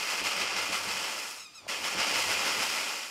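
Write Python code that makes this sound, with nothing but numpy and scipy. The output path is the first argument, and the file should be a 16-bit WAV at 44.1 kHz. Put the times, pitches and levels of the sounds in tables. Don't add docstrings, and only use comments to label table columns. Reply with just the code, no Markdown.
import sys
import numpy as np
from scipy import signal
from scipy.fft import rfft, irfft
from scipy.io import wavfile
from scipy.ndimage import uniform_filter1d

SR = 44100
rng = np.random.default_rng(int(sys.argv[2]) if len(sys.argv) > 2 else 0)


def bounce(signal):
    frames = np.transpose(np.atleast_2d(signal))
    limited = np.clip(frames, -1, 1)
    pcm = np.round(limited * 32767).astype(np.int16)
    wavfile.write(sys.argv[1], SR, pcm)


N = 136710
T, FREQS = np.arange(N) / SR, np.arange(N // 2 + 1) * SR / N

# start in seconds, choke just before it in dB, surge of the roar in dB,
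# surge of the hiss in dB, level of the puff in dB.
FLARES = [(0.09, -0.5, 2.5, 3, -62), (0.234, -5.5, 3.5, 3, -45.5), (.394, 2.5, 3, 4, -49),
          (0.556, -2.5, 4, 5, -47.5), (0.718, -0.5, 4.5, 4, -47), (0.877, -1.5, 2.5, 2, -46),
          (.985, 0, 0, 0, -53), (1.832, 0, 5.5, 3.5, -51), (1.977, -2, 3.5, 0.5, -41),
          (2.134, -2, 1, 1, -50.5), (2.19, 0.5, 0.5, 1.5, -57), (2.29, 0, 3.5, 3.5, -43),
          (2.465, 2, 2, -0.5, -50), (2.587, -1.5, 1.5, 1, -47)]


def undb(db):
    return 10 ** (np.asarray(db) / 20)


def unit(x):
    return x / np.std(x)


def curve(table, column=1):
    rows = np.array(table)
    return np.interp(T, rows[:, 0], rows[:, column])


def colour(points):
    hz, db = np.array(points).T
    return undb(np.interp(np.log(FREQS + 1), np.log(hz), db))


def bell(hz, width_hz):
    return 1 / (1 + (2 * (FREQS - hz) / width_hz) ** 2)


def lift(resonances):
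    return undb(sum(db * bell(hz, width) for hz, width, db in resonances))


def noise(gain):
    return unit(irfft(rfft(rng.standard_normal(N)) * gain, N))


def wander(rate_hz):
    return noise(1 / (1 + (FREQS / rate_hz) ** 4) * (FREQS > rate_hz / 10))


def swell(start, rise, hold, fall):
    return np.interp(T, start + np.cumsum([0, rise, hold, fall]), [0, 1, 1, 0])


def workshop():
    # frequency in Hz, relative density in dB.
    spectrum = [(25, -17), (100, -7), (290, 2), (450, -5), (1100, -6), (2000, -9), (3200, -3), (5100, -2),
                (7000, -11), (10000, -21), (15500, -29)]
    return undb(-60) * noise(colour(spectrum))


def bench_response():
    # centre in Hz, width in Hz, lift in dB.
    resonances = [(186, 18, 6), (220, 16, 4), (295, 22, 4), (552, 30, 4), (885, 45, 4.5), (1146, 40, 4),
                  (1307, 35, 3.5), (1378, 30, 3), (1555, 30, -5), (1686, 25, 4), (1746, 25, 4),
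                  (1878, 25, 3), (2005, 30, 3), (2055, 20, -7), (2092, 30, 4), (2225, 30, 3),
                  (2298, 25, -4), (2420, 30, 2.5), (2483, 30, 2.5), (2875, 45, 2), (2948, 30, -7),
                  (2994, 30, 4), (3170, 35, 4), (3460, 40, -4), (4328, 35, 3), (5104, 30, 3),
                  (5940, 80, -3)]
    ripple_db, decay_s, ripple_from_hz = 1.55, 0.013, 3300
    reflections = rng.standard_normal(N) * np.exp(-T / decay_s)
    ripple = unit(rfft(reflections).real)
    return lift(resonances) * undb(ripple_db * ripple * (FREQS > ripple_from_hz))


def ignition():
    # time in seconds, level in dB.
    mutter_levels = [(1.58, -80), (1.635, -57.5), (1.675, -53), (1.70, -76)]
    pop_s, pop_hz, decay_s, pop_db = 1.668, 620, 0.0013, -34
    age = T - pop_s
    pop = undb(pop_db) * np.exp(-np.abs(age) / decay_s) * np.cos(2 * np.pi * pop_hz * age)
    mutter = undb(curve(mutter_levels)) * noise(bell(hz=690, width_hz=1100))
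    return pop + mutter


def nozzle_whistle():
    # time in seconds, pitch in Hz, source level in dB, airiness from 0 to 1.
    course = [(1.35, 1400, -55, 1.), (1.40, 1335, -47, 1), (1.44, 1298, -50.5, 0.7),
              (1.47, 1235, -51.5, 0.6), (1.50, 1215, -58, 0.4), (1.528, 1206, -63, .5),
              (1.545, 1278, -57, 0.5), (1.558, 1335, -48.5, 0.4), (1.568, 1322, -51, 0.4),
              (1.59, 1234, -50.5, .3), (1.615, 1184, -58, 0.7), (1.67, 1140, -63, .6)]
    # multiple of the pitch, relative level in dB.
    harmonics = [(1, -5), (2, -7), (3, -4), (4, -2.5), (5, -8.5), (6, -7), (7, -13), (8, -19), (9, -23),
                 (10, -24), (11, -29)]
    # centre in Hz, width in Hz, lift in dB.
    resonances = [(2480, 130, 9.5), (5130, 350, 4.5), (6600, 150, 10)]
    jitter, sideband_hz = 0.005, 200
    pitch_hz = uniform_filter1d(curve(course), size=400) * (1 + jitter * wander(rate_hz=150))
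    phase = 2 * np.pi * np.cumsum(pitch_hz) / SR
    air = np.clip(curve(course, column=3), 0, 1)
    pure = np.sqrt(2 * (1 - air ** 2))
    tone = 0
    for multiple, db in harmonics:
        angle = round(multiple) * phase
        sidebands = wander(sideband_hz) * np.sin(angle) + wander(sideband_hz) * np.cos(angle)
        tone = tone + undb(db) * (pure * np.sin(angle) + air * sidebands)
    start, end = course[0][0], course[-1][0]
    sounding = swell(start, rise=0.017, hold=end - start, fall=0.01)
    source = unit(tone) * undb(curve(course, column=2)) * sounding
    return irfft(rfft(source) * lift(resonances), N)


def flame_puffs():
    # frequency in Hz, relative density in dB.
    spectrum = [(20, -25), (45, -16), (62, -5), (78, -15), (98, -1), (125, -11), (155, -7), (185, 5),
                (240, -6), (300, -2), (500, -3), (1000, -8), (2000, -15), (6000, -55)]
    # time in seconds, level in dB.
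    drone_levels = [(.25, -78), (.45, -64), (.8, -60.5), (1.15, -63.5), (1.35, -82.5), (1.7, -71),
                    (2.0, -67), (2.35, -60.5), (2.7, -69.5), (3.0, -82)]
    lead_s = 0.033
    envelope = sum(undb(db) * swell(start - lead_s, rise=0.0059, hold=0.031, fall=0.072)
                   for start, *_, db in FLARES)
    puffs = envelope * noise(colour(spectrum))
    drone = undb(curve(drone_levels)) * noise(bell(hz=96.8, width_hz=7))
    return puffs + drone


def torch_blast():
    # time in seconds, base level of the roar and of the hiss in dB.
    flow = [(0, -33.5, -42), (.30, -32.5, -41.5), (.47, -32.5, -49), (.66, -33.5, -43), (.83, -35, -42.5),
            (1.03, -33.5, -42.5), (1.17, -36, -43.5), (1.29, -40, -43), (1.42, -50.5, -52),
            (1.47, -62, -65), (1.53, -59, -65), (1.675, -60.5, -69), (1.68, -46, -45), (1.691, -32, -41),
            (1.73, -33, -44.5), (1.8, -37.5, -46), (1.87, -35.5, -43), (1.94, -33.5, -44),
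            (2.03, -29.5, -42.5), (2.2, -29, -37.5), (2.25, -32.5, -39.5), (2.42, -30.5, -40),
            (2.64, -31, -38), (2.82, -32.5, -40.5), (3.03, -38, -44), (3.1, -44.5, -48)]
    # frequency in Hz, relative density in dB.
    roar_spectrum = [(30, -29), (120, -30), (170, -15), (400, -5.5), (550, -3.5), (720, -2.5), (1150, -1),
                     (1430, 0.5), (1580, -2.5), (1850, -4.5), (2080, 3.5), (2290, -1), (2450, 4.5),
                     (2750, 2.5), (3120, -.5), (3500, -6), (4200, -7), (4750, -1), (5300, -3), (5950, -6.5),
                     (7500, -13), (9000, -16), (16000, -40)]
    hiss_spectrum = [(1000, -20.5), (3000, -7), (4000, -5), (5100, 3.5), (6000, -.5), (7700, 1),
                     (8600, -7.5), (9050, -2.5), (9500, -6), (12000, -8), (12700, -10), (13500, -9.5),
                     (14800, -17), (15500, -21)]
    roar_db, hiss_db = curve(flow), curve(flow, column=2)
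    choke_lead_s, roar_choke_share = 0.032, 0.47
    for start, choke_db, roar_surge_db, hiss_surge_db, _ in FLARES:
        dip_db = choke_db * swell(start - choke_lead_s, rise=0.018, hold=0.014, fall=0.028)
        surge = swell(start, rise=0.011, hold=0.024, fall=0.035)
        roar_db = roar_db + roar_choke_share * dip_db + roar_surge_db * surge
        hiss_db = hiss_db + dip_db + hiss_surge_db * surge
    flutter_db = 0.62 * wander(rate_hz=58.5)
    rasp_db = wander(rate_hz=576)
    flame, jet = unit(undb(flutter_db + rasp_db) * rng.standard_normal((2, N)))
    bench_gain = bench_response()
    roar = unit(irfft(rfft(flame) * colour(roar_spectrum) * bench_gain, N))
    hiss = unit(irfft(rfft(jet) * colour(hiss_spectrum) * bench_gain, N))
    return roar * undb(roar_db) + hiss * undb(hiss_db)


def scene():
    mono = torch_blast() + flame_puffs() + nozzle_whistle() + ignition() + workshop()
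    return np.array([mono, mono])


def record(dry):
    cutoff_hz = 15750
    return signal.sosfilt(signal.ellip(12, 0.1, 80, cutoff_hz, fs=SR, output="sos"), dry)


dry = scene()
out = record(dry)
bounce(out)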